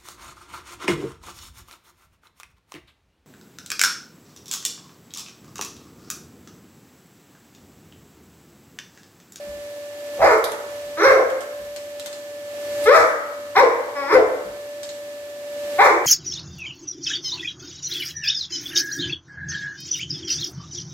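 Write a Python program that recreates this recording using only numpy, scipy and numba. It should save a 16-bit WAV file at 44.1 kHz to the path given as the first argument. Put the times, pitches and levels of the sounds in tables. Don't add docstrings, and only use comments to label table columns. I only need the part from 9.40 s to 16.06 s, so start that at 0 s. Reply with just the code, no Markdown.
import sys
import numpy as np
from scipy import signal
from scipy.fft import rfft, irfft, next_fast_len
from scipy.io import wavfile
from scipy.ndimage import uniform_filter1d, minimum_filter1d
from numba import njit

SR = 44100
rng = np.random.default_rng(int(sys.argv[2]) if len(sys.argv) > 2 else 0)


def pcm_store(signal):
    levels = np.round(np.clip(np.atleast_2d(signal), -1, 1) * 32767)
    wavfile.write(sys.argv[1], SR, levels.astype(np.int16).T)


N = 293706
TIME = np.arange(N) / SR

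# t/s, roughness 0-1 before, after, mouth resonance/Hz before, after
BARKS = [ dict(call=(0.773, .225, -1, -48), arch=(540, 660, 450, .049, .036, .058),
         hoot=(.052, -10.5, 420, 78), jaw=(.048, -15.5, 2400, 290, .112), crack=(.1, .85, .68, 770, 1180)),
         dict(call=(1.567, .27, -.7, -30), arch=(290, 545, 515, .1, .056, .07), hoot=(.096, -10.5, 200, 20),
         jaw=(.085, -11, 185, 175, .028), crack=(.053, .2, .42, 1280, 1300)), dict(call=(3.455, .2, 2, -42),
         arch=(390, 645, 390, .088, .055, .075), hoot=(.033, -3, 900, 210), jaw=(.09, -7.5, 95, 190, .012),
         crack=(.083, .1, .72, 1200, 1330)), dict(call=(4.148, .14, 1, -35),
         arch=(295, 555, 430, .065, .045, .036), hoot=(.087, -6.5, 320, 400),
         jaw=(.015, -10, 1000, 480, .044), crack=(.054, .25, .58, 930, 1100)),
         dict(call=(4.55, .3, .8, -26.5), arch=(285, 526, 430, .207, .046, .04), hoot=(.21, -6, 330, 230),
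         jaw=(.17, -15, 290, 650, .035), crack=(.167, .1, .6, 950, 1150)), dict(call=(6.381, .2, .8, -35),
         arch=(340, 595, 325, .054, .031, .066), hoot=(.1, -16.5, 150, 110),
         jaw=(.014, -6, 1000, 175, .026), crack=(.046, .15, .76, 750, 1130))]
# rasp f/Hz, its level/dB, level a fifth above/dB, tongue resonance/dB
MOUTHS = [(3300, -44, -29, -32), (3910, -25, -22.5, -22), (3600, -22, -26, -26), (3740, -23, -27.5, -4),
          (3500, -30, -25, -6), (3650, -26.5, -41, -4.5)]
# f/Hz, level/dB
THROAT_COLOUR = [(150, -28), (280, -8), (500, -8), (800, 1), (1200, -1), (1600, -1), (2250, -2),
                 (2500, -13), (2900, -31), (3900, -22.5), (7000, -23.5), (9500, -35), (12500, -32),
                 (16000, -41)]
# t/s, level/dB, balance/dB, top-octave lift/dB
CLAW_STRIKES = [(0.98, -32, -1.5, 24), (1.0417, -16.5, -5.5, 24), (1.1187, -26, -4.5, 19),
                (1.9007, -31.5, -4, 19), (2.0072, -31, -8.5, 15), (2.362, -27, 2, 13), (2.597, -25, -1, 16),
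                (2.6602, -22.5, -1, 18), (2.7285, -28.5, -1, 9), (3.4414, -24, 1, 22),
                (5.4321, -24.5, -4, 8), (5.4911, -27, -1.5, 3), (6.648, -30, 1, 18)]
# f/Hz, level/dB
CLAW_COLOUR = [(400, -3.5), (1200, 4.5), (2500, 9.5), (3800, 12.5), (5500, 5), (8000, 9), (10000, -15),
               (13000, -9.5), (16000, -34)]
# t/s, level/dB
PAW_FALLS = [(0.066, -34), (0.789, -28), (1.442, -44), (2.197, -42), (3.269, -48), (3.426, -42),
             (5.049, -35)]
# f/Hz, level/dB, t60/s
FLOOR_MODES = [(61.6, -4, .35), (80.6, -4, 0.45), (105, 3, 0.16), (140, -3, 0.2), (206, 1.5, 0.16)]
# t/s, level/dB
TAG_KNOCKS = [(3.4244, -40), (3.6676, -46), (3.6894, -53), (4.2887, -58), (4.8898, -53)]
MOTOR_ORDERS = [1, 2, 3, 3.5, 4, 4.8, 8, 16, 20, 24]
# level/dB, phase lead of the left channel/rad
MOTOR_TONES = [(-35, -0.135), (-66, 0.4), (-55, -1.05), (-73, 1.4), (-67, 0.79), (-66.5, 1.1), (-69, -0.92),
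               (-59.5, -2.6), (-75, 1), (-84, -1)]
# f/Hz, spectral density/dB
AIR_COLOUR = [(30, -31), (65, -4), (102, 5.5), (160, -6.5), (230, 2.5), (300, 9), (420, 3.5), (560, 9.5),
              (1000, -1), (2000, 1), (4200, -2), (7800, -7.5), (9600, -13.5), (12000, -6), (16000, -20.5)]
# f/Hz, balance/dB
AIR_BALANCE = [(100, -.5), (1300, -.5), (2400, -3.5), (4400, -0.5), (8100, -12), (15000, 2.5)]
# peak t/s, lift/dB, rise/s, fall/s
GAIN_RISES = [(.78, 4.5, .24, .25), (1.35, 2.8, .25, .8), (3.45, 10, .43, .34), (6.38, 8, .36, .15)]
# f/Hz, t60/s
STAIRWELL_T60 = [(100, 0.97), (300, 0.97), (500, 0.7), (1000, 0.89), (2000, 0.86), (4000, 0.4), (8000, 0.8),
                 (15000, 0.083)]
# f/Hz, level/dB
STAIRWELL_COLOUR = [(100, 0.5), (250, -1), (350, 4), (500, -0.5), (750, 4), (1200, 1.5), (2200, -0.5),
                    (5000, 2.5), (15000, -1)]
# f/Hz, left-right correlation
STEREO_LIKENESS = [(60, 0.94), (300, 0.91), (640, 0.52), (1000, 0.39), (1400, -0.24), (3000, -0.19),
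                   (15000, 0.13)]


def dog(level_db=-3, low_cut_hz=310):
    out = np.zeros((2, N))
    for row, mouth in zip(BARKS, MOUTHS):
        start_s, length_s, balance_db, _ = row["call"]
        t = np.arange(0, length_s, 1 / SR)
        add(out, start_s, from_db(level_db) * bark(t, row, *mouth) * pan(balance_db))
    return butterworth(out, 4, low_cut_hz, "high")


def bark(t, row, rasp_hz, rasp_db, fifth_db, tongue_db, wander=.018, rush_db=4, fade_db_per_s=110):
    pitch_hz, hoot_db, open_db, rough, mouth_hz = gesture(t, **row)
    pitch_hz = pitch_hz * (1 + wander * np.sqrt(rough) * drift(30.4, len(t)))
    folds, breath = vocal_folds(pitch_hz, rough)
    voice = open_mouth(folds, breath, rough, mouth_hz, tongue_db)
    hoot = chest_hoot(folds, breath, rough, pitch_hz)
    open_s = np.cumsum(open_db > open_db.max() - 8) / SR
    rasp = teeth_rasp(breath, rasp_hz, rasp_db, fifth_db) * from_db(rush_db - fade_db_per_s * open_s)
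    sound = hoot * from_db(hoot_db) + (voice + rasp) * from_db(open_db)
    return sound * signal.windows.tukey(len(t), .03)


def gesture(t, call, arch, hoot, jaw, crack, break_width_s=.016, onset_db=-18, onset_s=.005):
    growl_db, hoot_s = call[3], hoot[0]
    break_s, rough_before, rough_after, mouth_before_hz, mouth_after_hz = crack
    broken = .5 + .5 * np.tanh((t - break_s) / break_width_s)
    rough = rough_before + (rough_after - rough_before) * broken
    rough *= 1 - .5 * bell(t - hoot_s, width_s=.015)
    mouth_hz = mouth_before_hz + (mouth_after_hz - mouth_before_hz) * broken
    taking_hold_db = onset_db * np.exp(-t / onset_s)
    hoot_db = taking_hold_db + envelope_db(t, growl_db - 5, *hoot)
    open_db = taking_hold_db + envelope_db(t, growl_db, *jaw)
    return pitch_arch(t, *arch), hoot_db, open_db, np.clip(rough, 0, 1), mouth_hz


def pitch_arch(t, first_hz, top_hz, last_hz, crest_s, rise_s, fall_s, sag_hz_per_s=110):
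    base_hz = np.where(t < crest_s, first_hz - sag_hz_per_s * t, last_hz)
    return base_hz + (top_hz - base_hz) * bell(t - crest_s, np.where(t < crest_s, rise_s, fall_s))


def envelope_db(t, growl_db, full_s, db, attack_db_per_s, release_db_per_s, hold_s=0):
    attack = np.maximum(db - attack_db_per_s * (full_s - t), growl_db)
    release = db - release_db_per_s * np.maximum(t - full_s - hold_s, 0)
    return np.where(t < full_s, attack, release)


def vocal_folds(pitch_hz, rough, jitter=.0497, flutter=.85, halves_db=-5):
    n = len(pitch_hz)
    phase = 2 * np.pi * np.cumsum(pitch_hz * (1 + jitter * rough * drift(110, n))) / SR
    harmonics = np.arange(1, 10)[:, None]
    height = np.sqrt(4 * pitch_hz / SR)
    pulses = height * np.cos(harmonics * phase).sum(axis=0)
    halves = height * np.cos((harmonics - .5) * phase).sum(axis=0) * drift(57, n)
    strength = np.sqrt(1 - rough ** 2) * (1 + flutter * rough * drift(74, n))
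    folds = strength * (pulses + from_db(halves_db) * rough * halves)
    breath = rng.standard_normal(n) * (1 + 1.63 * np.cos(phase))
    return folds, breath


def open_mouth(folds, breath, rough, mouth_hz, tongue_db, breath_db=1, hiss_db=-10.5, mouth_db=7):
    hiss = from_db(hiss_db) * butterworth(breath, 2, 3500, "high")
    throat = colour(folds + from_db(breath_db) * rough * breath + hiss, THROAT_COLOUR)
    mouth = from_db(mouth_db) * resonance(throat, mouth_hz, width_hz=260)
    tongue = from_db(tongue_db) * resonance(throat, hz=np.full(len(throat), 2090.), width_hz=640)
    return evened(throat + mouth + tongue)


def chest_hoot(folds, breath, rough, pitch_hz, chest_hz=479, breath_db=-1.5):
    hoot = folds + from_db(breath_db) * rough * breath
    for _ in range(2):
        hoot = resonance(hoot, np.maximum(pitch_hz, chest_hz), width_hz=280)
    return evened(hoot)


def teeth_rasp(breath, hz, low_db, high_db, width_hz=550):
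    t60 = np.log(1000) / (np.pi * width_hz)
    jet = butterworth(breath, 2, [3000, 7000], "band")
    low = from_db(low_db) * rms_one(ring(jet, hz, t60))
    high = from_db(high_db) * rms_one(ring(jet, 1.5 * hz, t60))
    return low + high


def claws(level_db=-7, t60=.013, next_claw_s=.009, next_claw_db=-12):
    out = np.zeros((2, N))
    t = np.arange(int(.06 * SR)) / SR
    decay = from_db(-60 * t / t60)
    for s, db, balance_db, lift_db in CLAW_STRIKES:
        tint = [(hz, band_db + lift_db * (hz > 9000)) for hz, band_db in CLAW_COLOUR]
        crack = np.array([colour(rng.standard_normal(len(t)) * decay, tint) for channel in range(2)])
        attack_rms = np.sqrt(np.mean(crack[:, :int(.003 * SR)] ** 2))
        crack *= from_db(db + level_db) * pan(balance_db) / attack_rms
        add(out, s, crack)
        add(out, s + next_claw_s, from_db(next_claw_db) * crack)
    return out


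def paws(level_db=-7, scuff_s=.044, stamp_db=-35.5):
    force = np.zeros(N)
    t = np.arange(int(.15 * SR)) / SR
    stamps = [(row["call"][0] + row["jaw"][0], stamp_db) for row in BARKS]
    for s, db in PAW_FALLS + stamps:
        push = rng.standard_normal(len(t)) * np.exp(-t / scuff_s)
        add(force, s, from_db(db + level_db) * push / np.linalg.norm(push))
    force = butterworth(force, 2, 50, "high")
    return sum((-1) ** k * from_db(db) * ring(force, hz, t60)
               for k, (hz, db, t60) in enumerate(FLOOR_MODES))


def collar_tag(level_db=2, hz=10730, t60=.074):
    knocks = np.zeros(N)
    for s, db in TAG_KNOCKS:
        add(knocks, s, from_db([db]))
    return from_db(level_db) * ring(knocks, hz, t60)


def vacuum(level_db=.6):
    return from_db(level_db) * (rushing_air() + motor())


def rushing_air(relative_db=-44):
    size = next_fast_len(N)
    hz, noise = diffuse(size)
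    spectrum = noise * from_db(at_hz(AIR_COLOUR, hz)) * (hz > 20) * pan(at_hz(AIR_BALANCE, hz))
    return from_db(relative_db) * rms_one(irfft(spectrum, size)[:, :N])


def motor(hz=582.8, wobble=.00038, hum_waver_db=.7, upper_waver_db=.75):
    size = next_fast_len(N)
    turn = 2 * np.pi * hz * np.cumsum(1 + wobble * drift(2.8, size)[:N]) / SR
    out = np.zeros((2, N))
    for order, (db, lead) in zip(MOTOR_ORDERS, MOTOR_TONES):
        waver_db = (hum_waver_db if order < 2 else upper_waver_db) * drift(4, size)[:N]
        out += np.sqrt(2) * from_db(db + waver_db) * np.sin(order * turn + left_right(lead))
    return out


def nozzle(peak_s=2.2, level_db=-60, width_s=.33, band_hz=(11500, 14300)):
    hiss = butterworth(rng.standard_normal((2, N)), 2, band_hz, "band")
    return from_db(level_db) * rms_one(hiss) * bell(TIME - peak_s, width_s)


def stairwell(x, early_db=4, early_s=.015, gap_s=.0022):
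    size = 65536
    t = np.arange(size) / SR
    hz, noise = diffuse(size)
    noise = noise * from_db(at_hz(STAIRWELL_COLOUR, hz))
    edges_hz = np.r_[0, np.geomspace(150, 12000, 12), SR]
    tail = 0
    for low, high in zip(edges_hz, edges_hz[1:]):
        t60 = at_hz(STAIRWELL_T60, (low + high) / 2)
        tail = tail + irfft(noise * ((hz >= low) & (hz < high))) * from_db(-60 * t / t60)
    shape = (t > gap_s) * (1 + from_db(early_db) * np.exp(-t / early_s))
    mid_decay = from_db(-60 * t / at_hz(STAIRWELL_T60, 1500))
    tail *= shape / np.linalg.norm(shape * mid_decay)
    return signal.fftconvolve(x, tail, axes=1)[:, :N]


def recorder_gain():
    return from_db(sum(np.interp(TIME, [s - rise_s, s, s + fall_s], [0, db, 0])
                       for s, db, rise_s, fall_s in GAIN_RISES))


def limiter(x, release_db_per_s=200, ahead_s=.002):
    over_db = np.maximum(20 * np.log10(np.abs(x).max(axis=0) + 1e-9), 0)
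    held_db = np.maximum.accumulate(over_db + release_db_per_s * TIME) - release_db_per_s * TIME
    ahead = int(ahead_s * SR)
    return x * from_db(uniform_filter1d(minimum_filter1d(-held_db, 2 * ahead), ahead))


def from_db(db):
    return 10 ** (np.asarray(db) / 20)


def rms_one(x):
    return x / np.sqrt(np.mean(x ** 2) + 1e-20)


def evened(x, window_s=.014):
    return x / np.sqrt(np.abs(uniform_filter1d(x ** 2, int(window_s * SR))) + 1e-12)


def bell(t, width_s):
    return np.exp(-(t / width_s) ** 2)


def drift(rate_hz, n):
    hz = np.fft.rfftfreq(2 * n, 1 / SR)
    return rms_one(irfft(rfft(rng.standard_normal(2 * n)) / (1 + (hz / rate_hz) ** 2)))[:n]


def diffuse(n):
    hz = np.fft.rfftfreq(n, 1 / SR)
    mid, side = rfft(rng.standard_normal((2, n)))
    alike = np.clip(at_hz(STEREO_LIKENESS, hz), -1, 1)
    return hz, (np.sqrt(1 + alike) * mid + np.sqrt(1 - alike) * side * [[1], [-1]]) / np.sqrt(2)


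def left_right(difference):
    return np.array([[.5], [-.5]]) * difference


def pan(balance_db):
    return from_db(left_right(balance_db))


def add(out, s, sound):
    i = max(int(s * SR), 0)
    out[..., i:i + sound.shape[-1]] += sound[..., :N - i]


def at_hz(points, hz):
    f, value = np.transpose(points)
    return np.interp(np.log(np.maximum(hz, 1)), np.log(f), value)


def colour(x, points, size=4096):
    gain = from_db(at_hz(points, np.fft.rfftfreq(size, 1 / SR)))
    cepstrum = irfft(np.log(gain))
    cepstrum[1:size // 2] *= 2
    cepstrum[size // 2 + 1:] = 0
    return signal.fftconvolve(x, irfft(np.exp(rfft(cepstrum))))[:len(x)]


def butterworth(x, order, hz, kind):
    return signal.sosfilt(signal.butter(order, hz, kind, fs=SR, output="sos"), x)


def ring(x, hz, t60):
    r, w = from_db(-60 / (t60 * SR)), 2 * np.pi * hz / SR
    return signal.lfilter([0, np.sin(w)], [1, -2 * r * np.cos(w), r * r], x + 1e-18)


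def resonance(x, hz, width_hz):
    return moving_resonance(x, 2 * np.pi * hz / SR, width_hz / hz)


@njit
def moving_resonance(x, w, damping):
    y, low, band = np.zeros(len(x)), 0., 0.
    for i in range(len(x)):
        low += w[i] * band
        band += w[i] * (x[i] - low - damping[i] * band)
        y[i] = band * damping[i]
    return y


def scene(bark_room_db=1, tick_room_db=3.5, thud_room_db=-6):
    barks, thuds = dog(), paws()
    direct = np.array([barks[0], np.roll(barks[1], 4)])
    ticks = claws() + collar_tag()
    into_room = (from_db(bark_room_db) * barks + from_db(tick_room_db) * ticks
                 + from_db(thud_room_db) * thuds)
    return direct + ticks + thuds + stairwell(into_room) + vacuum() * recorder_gain() + nozzle()


def record(dry, cutoff_hz=16200):
    top_cut = signal.ellip(10, .1, 80, cutoff_hz, fs=SR, output="sos")
    return signal.sosfilt(top_cut, limiter(dry))


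dry = scene()
out = record(dry)
pcm_store(out)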